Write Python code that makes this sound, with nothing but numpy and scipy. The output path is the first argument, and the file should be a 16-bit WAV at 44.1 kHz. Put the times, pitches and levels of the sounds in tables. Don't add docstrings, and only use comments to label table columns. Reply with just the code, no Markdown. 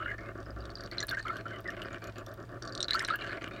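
import sys
import numpy as np
from scipy import signal
from scipy.fft import rfft, irfft
from scipy.io import wavfile
from scipy.ndimage import uniform_filter1d

SR = 44100
rng = np.random.default_rng(int(sys.argv[2]) if len(sys.argv) > 2 else 0)


def volts_from_db(level):
    exponent = np.asarray(level, float) / 20
    return 10 ** exponent


def log_audio(samples):
    frames = np.atleast_2d(samples).T
    limited = np.clip(frames, -1, 1)
    pcm = np.round(limited * 32767).astype(np.int16)
    wavfile.write(sys.argv[1], SR, pcm)


N = 158760

HALF_TURN_S, BOUNCE_S = 0.026, 0.0096


def ring(x, hz, width):
    return signal.lfilter(*signal.iirpeak(hz, hz / width, fs=SR), x)


def bank(x, modes):
    out = 0
    for hz, width, db in modes:
        out = out + volts_from_db(db) * ring(ring(x, hz, 2.2 * width), hz, 2.2 * width)
    return out


def unit(x):
    return x / np.sqrt(np.mean(x ** 2))


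def walk(rate):
    hold = int(SR / rate)
    steps = np.repeat(rng.standard_normal(N // hold + 1), hold)
    return unit(uniform_filter1d(uniform_filter1d(steps, hold), hold)[:N])


def add(out, start_s, grain):
    i = max(int(start_s * SR), 0)
    out[i:i + len(grain)] += grain[:max(N - i, 0)]


def bubble(hz, t60, glide, rise):
    t = np.arange(int(t60 * SR)) / SR
    env = (1 - np.exp(-t / rise)) * np.exp(-np.log(1000) * t / t60)
    return env / env.max() * np.sin(2 * np.pi * hz * (t + glide * t ** 2 / t60))


# (landing time [s], time in the air [s])
BAR_HOPS = [(0.182, 0.028), (0.351, 0.026), (.459, 0.025), (0.562, 0.037), (0.917, 0.033), (1.082, 0.033),
            (1.17, 0.016), (1.253, 0.045), (1.456, 0.038), (1.643, 0.035), (1.767, 0.012), (1.905, 0.016),
            (2.019, 0.041), (2.157, 0.053), (2.264, 0.032), (2.375, 0.033), (2.492, 0.046), (2.62, 0.039),
            (2.88, 0.02), (3.08, 0.019), (3.187, 0.018), (3.41, 0.018), (3.51, 0.015)]


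def touch(t):
    lift_s, airborne_db = 0.018, -17
    air = sum(np.clip((t - land + flight) / lift_s + 0.5, 0, 1) * (t < land) for land, flight in BAR_HOPS)
    return volts_from_db(airborne_db * np.clip(air, 0, 1))


def throb(t):
    lands = np.array([0] + [land for land, flight in BAR_HOPS])
    since = t - lands[np.searchsorted(lands, t, "right") - 1]
    return volts_from_db(-8.5 * (since / HALF_TURN_S % 1))


# (time [s], pressure level [dB], air in the water [dB])
SKITTER_COURSE = [(0, -50.5, -7), (.15, -53, -7.5), (.32, -51.5, -23), (0.399, -50, -21), (.75, -55, -17),
                  (0.901, -49, -10), (1.148, -52, -0.5), (1.55, -50, -11), (2.15, -50.5, -8),
                  (2.301, -52.5, -25), (2.8, -49, -20.5), (2.951, -51.5, 7.5), (3.299, -47.5, -5),
                  (3.6, -51.5, -10.5)]
# (frequency [Hz], width [Hz], level [dB])
FLOOR_MODES = [(260, 167, -3.5), (350.4, 60, -4), (581.8, 77.5, 3.5), (657, 19.6, 1), (1170.4, 32.5, -0.5),
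               (1244, 272, -2.5)]
# (frequency [Hz], width [Hz], level [dB])
AERATED_MODES = [(1600, 260, 2.5), (2080, 226, -1), (2380, 170, -11.5), (2840, 186, -5), (4300, 160, -9),
                 (6440, 980, -25)]


def skitter():
    hits_per_s, scatter_db, level_db = 2200, 2.2, 4
    t = np.arange(N) / SR
    time_s, pressure_db, air_db = np.array(SKITTER_COURSE).T
    chance, sign, size = rng.random((3, N))
    hits = (chance < hits_per_s / SR) * np.sign(sign - 0.5) * volts_from_db(-scatter_db * np.log(size + 1e-9))

    timing, force = rng.standard_normal((2, 700))
    at = (np.cumsum(BOUNCE_S * np.exp(0.25 * timing)) * SR).astype(int)
    rock = np.zeros(N)
    rock[at[at < N]] = volts_from_db(6 + 5 * force[at < N])

    press = touch(t)
    beat = throb(t)
    body = bank((hits * volts_from_db(0.72 * walk(37.4)) + 0.5 * rock) * press * np.sqrt(beat), FLOOR_MODES)
    body = signal.sosfilt(signal.ellip(5, 1, 40, 1800, fs=SR, output="sos"), body)
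    body = body - ring(body, 879, 780)

    drive = (1.25 * rock + 0.4 * hits) * press * beat * volts_from_db(np.interp(t, time_s, air_db))
    upper = sum(bank(drive * volts_from_db(4 * walk(30)), [mode]) for mode in AERATED_MODES)
    return volts_from_db(level_db + np.interp(t, time_s, pressure_db)) * (body + upper) / np.std(body)


# (time [s], peak level [dB], bubble [Hz], glass re bubble [dB])
EARLY_TAPS = [(0.458, -54, 5000, -31), (0.5063, -48.5, 4920, -31), (0.606, -48, 4620, -21),
              (0.6546, -47.5, 4370, -2), (0.703, -44.5, 4420, -9.5), (0.7552, -34, 4780, -33),
              (0.785, -46, 4700, -29), (0.8076, -40, 4640, -11), (0.8372, -43, 4400, -10.5),
              (.861, -43, 4520, -11), (0.9145, -37, 4370, -18), (0.9833, -24, 4070, -54),
              (1.0038, -37.5, 4340, 1.5), (1.028, -30, 4130, -11), (1.0837, -42.5, 4300, 1.5),
              (1.0918, -27.5, 4320, -17), (1.112, -50, 4300, 10), (1.1473, -44, 4300, -5.5),
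              (1.1936, -41, 4290, -35), (1.2271, -46, 4580, -1.5), (1.2824, -39, 3100, -13.5),
              (1.368, -45, 3030, -5), (1.677, -48.5, 4980, -4.5), (1.704, -43, 2900, -7.5)]
LATE_TAPS = [(1.8189, -35.5, 2920, -11), (2.041, -52, 3030, 6), (2.1828, -64.5, 3230, 19.5),
             (2.2641, -47, 3480, -0.5), (2.624, -41, 4500, -2), (2.6518, -47.5, 4500, 7.5),
             (2.676, -39, 4440, -8), (2.7243, -39.5, 4620, -7), (2.7515, -34.5, 4180, -4),
             (2.777, -33, 4300, -5), (2.805, -24.5, 3790, -16), (2.8282, -25.5, 4070, -4.5),
             (2.884, -26, 3870, -20), (2.9084, -18.5, 3980, -28), (2.934, -21.5, 4150, -20),
             (2.994, -30.5, 5280, -2.5), (3.049, -30, 4090, -5), (3.1023, -32.5, 3800, -15),
             (3.212, -40, 4080, -36), (3.3169, -43, 4100, -29)]
# (frequency [Hz], width [Hz], level [dB])
WALL_MODES = [(3598, 330, 12), (4835, 320, 12), (5650, 380, 12.5), (7010, 160, 12), (8400, 306, 2)]


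def half_turn_ticks(taps_played):
    lands = [land for land, flight in BAR_HOPS] + [N / SR]
    swing = walk(25.29)
    ticks = []
    for land, following in zip(lands, lands[1:]):
        for s in np.arange(land, following - 0.03, HALF_TURN_S):
            db = -65.5 + 3.1 * min(swing[int(s * SR)], 1)
            if min(abs(s - tap[0]) for tap in taps_played) > HALF_TURN_S / 2:
                ticks.append((s, db, 4800, 2.2))
    return ticks


def taps():
    bubble_db, glass_db = 3, 2.5
    out, wall = np.zeros(N), np.zeros((len(WALL_MODES), N))
    rows = EARLY_TAPS + LATE_TAPS
    rows = rows + half_turn_ticks(rows)
    for s, db, hz, glass_rel in rows:
        stray, force = rng.standard_normal((2, 3))
        mode_luck = rng.standard_normal(len(WALL_MODES))
        for k in range(3):
            at = s + k * BOUNCE_S * (1 + 0.034 * stray[k])
            level = db
            if k > 0:
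                level = db + min(-7 * k + 15 * force[k], -6.5)
            pitch = hz * (1 + 0.047 * k * stray[k])
            add(out, at - 0.0005, volts_from_db(level + bubble_db) * bubble(pitch, 0.015, 0.012, 0.0002))
            strike_db = level + glass_rel - 4.9 * k + glass_db + 5.8 * np.clip(mode_luck, -2, 1.2)
            wall[:, min(int(at * SR), N - 1)] += volts_from_db(strike_db)

    decay = np.exp(-np.arange(600) / SR / 0.0021)
    chatter = rng.standard_normal((len(WALL_MODES), 600)) * decay
    chatter = chatter / np.linalg.norm(chatter, axis=1, keepdims=True) + np.eye(1, 600)
    peak = np.abs(bank(np.eye(1, 999)[0], WALL_MODES)).max()
    for strikes, rattle, mode in zip(wall, chatter, WALL_MODES):
        out += bank(signal.fftconvolve(strikes, rattle)[:N], [mode]) / peak
    return out


# (time [s], peak level [dB], frequency [Hz])
RIM_PINGS = [(0.8365, -54, 11600), (0.9133, -55.5, 11700), (.9721, -49, 5600), (1.004, -27, 5850),
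             (1.113, -46, 11600), (1.282, -54, 11240), (1.369, -53, 11450), (1.7042, -53.5, 11540),
             (1.8178, -56, 11700), (1.857, -45, 4900), (1.9287, -48, 6800), (2.0403, -48.5, 11700),
             (2.0717, -53, 11700), (2.0728, -46, 6900), (2.183, -53, 11700), (2.2638, -51, 11700),
             (2.29, -60, 11700), (2.7509, -44, 8400), (2.806, -39, 8280), (2.844, -25, 4300),
             (3.295, -43, 4280), (3.371, -46, 4300), (3.429, -52, 6100)]


def pings():
    out = np.zeros(N)
    for s, db, hz in RIM_PINGS:
        for k in range(2):
            add(out, s + k * BOUNCE_S, volts_from_db(db - 12 * k) * bubble(hz, 0.012, 0, 0.00024))
    return out


# (time [s], peak level [dB], frequency [Hz])
FIRST_POCKETS = [(0.004, -29.5, 1270), (0.0211, -28, 1322), (0.06, -26.5, 1420), (0.082, -29.5, 1600),
                 (0.1133, -28, 1647), (0.137, -32, 1728), (0.1826, -35.5, 1760), (0.915, -39, 1980),
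                 (1.0035, -34.5, 1990), (1.0298, -29.5, 1665), (1.1143, -27, 1613), (1.124, -25, 1514),
                 (1.1426, -30, 1800), (1.1721, -23.5, 1590), (1.1968, -30, 1757), (1.2536, -31, 1250),
                 (1.268, -27.5, 1393), (1.2833, -34.5, 1330), (1.2987, -24, 1330), (1.4569, -29.5, 1350),
                 (1.513, -30, 1516), (1.6579, -32, 1980), (1.6848, -26.5, 1815)]
SECOND_POCKETS = [(2.921, -30, 1750), (2.9484, -18, 1315), (2.9678, -26.5, 1525), (3.004, -24.5, 1760),
                  (3.029, -32, 1360), (3.0823, -35, 1650), (3.1045, -21, 1281), (3.127, -25, 1380),
                  (3.1418, -22.5, 1626), (3.2171, -34, 2330), (3.3016, -37, 1640), (3.3243, -37, 2250),
                  (3.3772, -41, 2050)]


def gurgle():
    out = np.zeros(N)
    for s, db, hz in FIRST_POCKETS + SECOND_POCKETS:
        length, delay, detune = rng.random(3)
        t60 = 0.085 * (0.48 + 0.47 * length)
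        add(out, s - 0.002, volts_from_db(db - 4.5) * bubble(hz, t60, 0.04, 0.0021))
        neighbour_hz = hz * (0.9 + 0.302 * detune)
        add(out, s + 0.01 * delay, volts_from_db(db - 5) * bubble(neighbour_hz, 0.02, 0.04, 0.00086))
    return out


def froth():
    per_s, centre_hz, spread_oct, cycles, level_db = 200, 1843, 0.442, 20.7, 6.5
    out = np.zeros(N)
    time_s, pressure_db, air_db = np.array(SKITTER_COURSE).T
    gap, size = rng.random((2, 2500))
    pitch, glide = rng.standard_normal((2, 2500))
    at = np.cumsum(-np.log(gap + 1e-9)) / per_s
    db = level_db + np.interp(at, time_s, pressure_db + air_db) - 2 * np.log(size + 1e-9)
    gain = touch(at) * volts_from_db(db)
    for s, g, p, q in zip(at[at < N / SR], gain, pitch, glide):
        hz = np.clip(centre_hz * 2 ** (spread_oct * p), 1200, 9000)
        grain = bubble(hz, cycles / hz, 0.23 * q, 0.00022)
        add(out, s, g * (centre_hz / hz) ** 0.37 * grain)
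    return out


# (time [s], length [s], start frequency [Hz], end frequency [Hz], level [dB])
BUBBLE_CLOUDS = [(0, 0.13, 2950, 2830, -54), (0.069, 0.062, 2080, 2040, -39),
                 (0.182, .14, 2235, 2066, -52.5), (0.243, 0.07, 2400, 2760, -59),
                 (1.264, 0.041, 2090, 2176, -37.5), (1.321, 0.094, 1480, 1652, -44),
                 (1.463, 0.13, 3030, 2980, -53.5), (1.519, 0.06, 2100, 1950, -46),
                 (1.771, 0.16, 2700, 2250, -57), (1.906, 0.12, 2350, 2376, -51),
                 (2.018, 0.086, 2400, 2430, -53), (2.155, .07, 2610, 2560, -57.5),
                 (3.2, 0.084, 2830, 2830, -53), (3.231, 0.11, 1600, 1770, -41),
                 (3.211, 0.21, 3990, 4060, -72), (3.399, 0.2, 2337, 2423, -51),
                 (3.519, 0.082, 3620, 3920, -57.5)]


def strands():
    width_hz, edge_s = 87, 0.0069
    out, time = np.zeros(N), np.arange(N) / SR
    grip = uniform_filter1d(touch(time), 300)
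    for s, length, hz, end_hz, db in BUBBLE_CLOUDS:
        t = np.arange(int(length * SR)) / SR
        real, imag = rng.standard_normal((2, 12000))
        shake = signal.lfilter(*signal.butter(2, width_hz, fs=SR), real + 1j * imag)
        shake = shake[2000:2000 + len(t)]
        carrier = np.exp(2j * np.pi * (hz * t + (end_hz - hz) * t ** 2 / (2 * length)))
        tone = unit(((shake / np.std(shake) + 0.71) * carrier).real)
        fade = np.clip(np.minimum(4 * t, length - t) / edge_s, 0, 1)
        add(out, s, volts_from_db(db) * tone * fade)
    return out * grip * throb(time)


# (time [s], peak level [dB], frequency [Hz])
SURFACE_SPITS = [(1.035, -46, 12800), (1.069, -38, 11800), (1.096, -40, 13100), (1.112, -49, 9600),
                 (1.6052, -50, 14570), (1.8368, -54, 12700), (2.3384, -49.5, 14200), (2.9104, -42, 8900),
                 (2.948, -39.5, 11100), (2.9921, -36, 8000), (3.004, -48, 11500), (3.023, -39, 8200),
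                 (3.0474, -42, 8160), (3.0772, -39, 8400), (3.158, -37, 14200), (3.484, -53, 14200)]


def spits():
    q, decay_s, level_db = 1.76, 0.0017, 5
    out, t = np.zeros(N), np.arange(900) / SR
    for s, db, hz in SURFACE_SPITS:
        burst = volts_from_db(db + level_db) * rng.standard_normal(len(t)) * np.exp(-t / decay_s)
        add(out, s, ring(ring(burst, hz, hz / q), hz, hz / q))
    return out


# (frequency [Hz], level [dB], wander [dB])
MOTOR_LINES = [
    (36, -63.5, -2.5),
    (59.7, -59, -5),
    (107.7, -51.5, 1.65),
    (119.4, -58.5, -4.1),
]


def hum():
    fade_db_per_s = -2.5
    out, t = np.zeros(N), np.arange(N) / SR
    for hz, db, wander_db in MOTOR_LINES:
        level = db + wander_db * walk(4.25) + fade_db_per_s * (t - 1.43) * (hz < 115)
        phase = 2 * np.pi * hz * np.cumsum(1 + 0.00613 * walk(2.2)) / SR
        out += np.sqrt(2) * volts_from_db(level) * np.sin(phase)
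    return out


# (frequency [Hz], level [dB])
ROOM_COLOUR = [(30, 0.5), (70, -4), (350, -12), (800, -19), (1400, -24.5), (3000, -32.5), (10500, -46),
               (16000, -45)]


def room():
    f = np.fft.rfftfreq(N, 1 / SR) + 1
    hz, db = np.array(ROOM_COLOUR).T
    tilt = volts_from_db(np.interp(np.log(f), np.log(hz), db))
    return volts_from_db(-52) * unit(irfft(rfft(rng.standard_normal(N)) * tilt, N))


def scene():
    wet_db, wet_t60_s = -13, 0.06
    near = skitter() + taps() + pings() + gurgle() + froth() + strands() + spits()
    t = np.arange(6000) / SR
    tail = rng.standard_normal(len(t)) * np.exp(-np.log(1000) * t / wet_t60_s)
    wet = signal.fftconvolve(near, tail / np.sqrt(np.sum(tail ** 2)))[:N]
    return (near + volts_from_db(wet_db) * wet + hum() + room())[None]


def band_limit(x):
    return signal.sosfilt(signal.butter(12, 16500, fs=SR, output="sos"), x)


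def record(dry):
    low_cut = signal.butter(5, 31, "high", fs=SR, output="sos")
    high_cut = signal.ellip(8, 0.2, 50, 15900, fs=SR, output="sos")
    mix = signal.sosfilt(np.vstack([low_cut, high_cut]), dry)
    return band_limit(mix)


dry = scene()
out = record(dry)
log_audio(out)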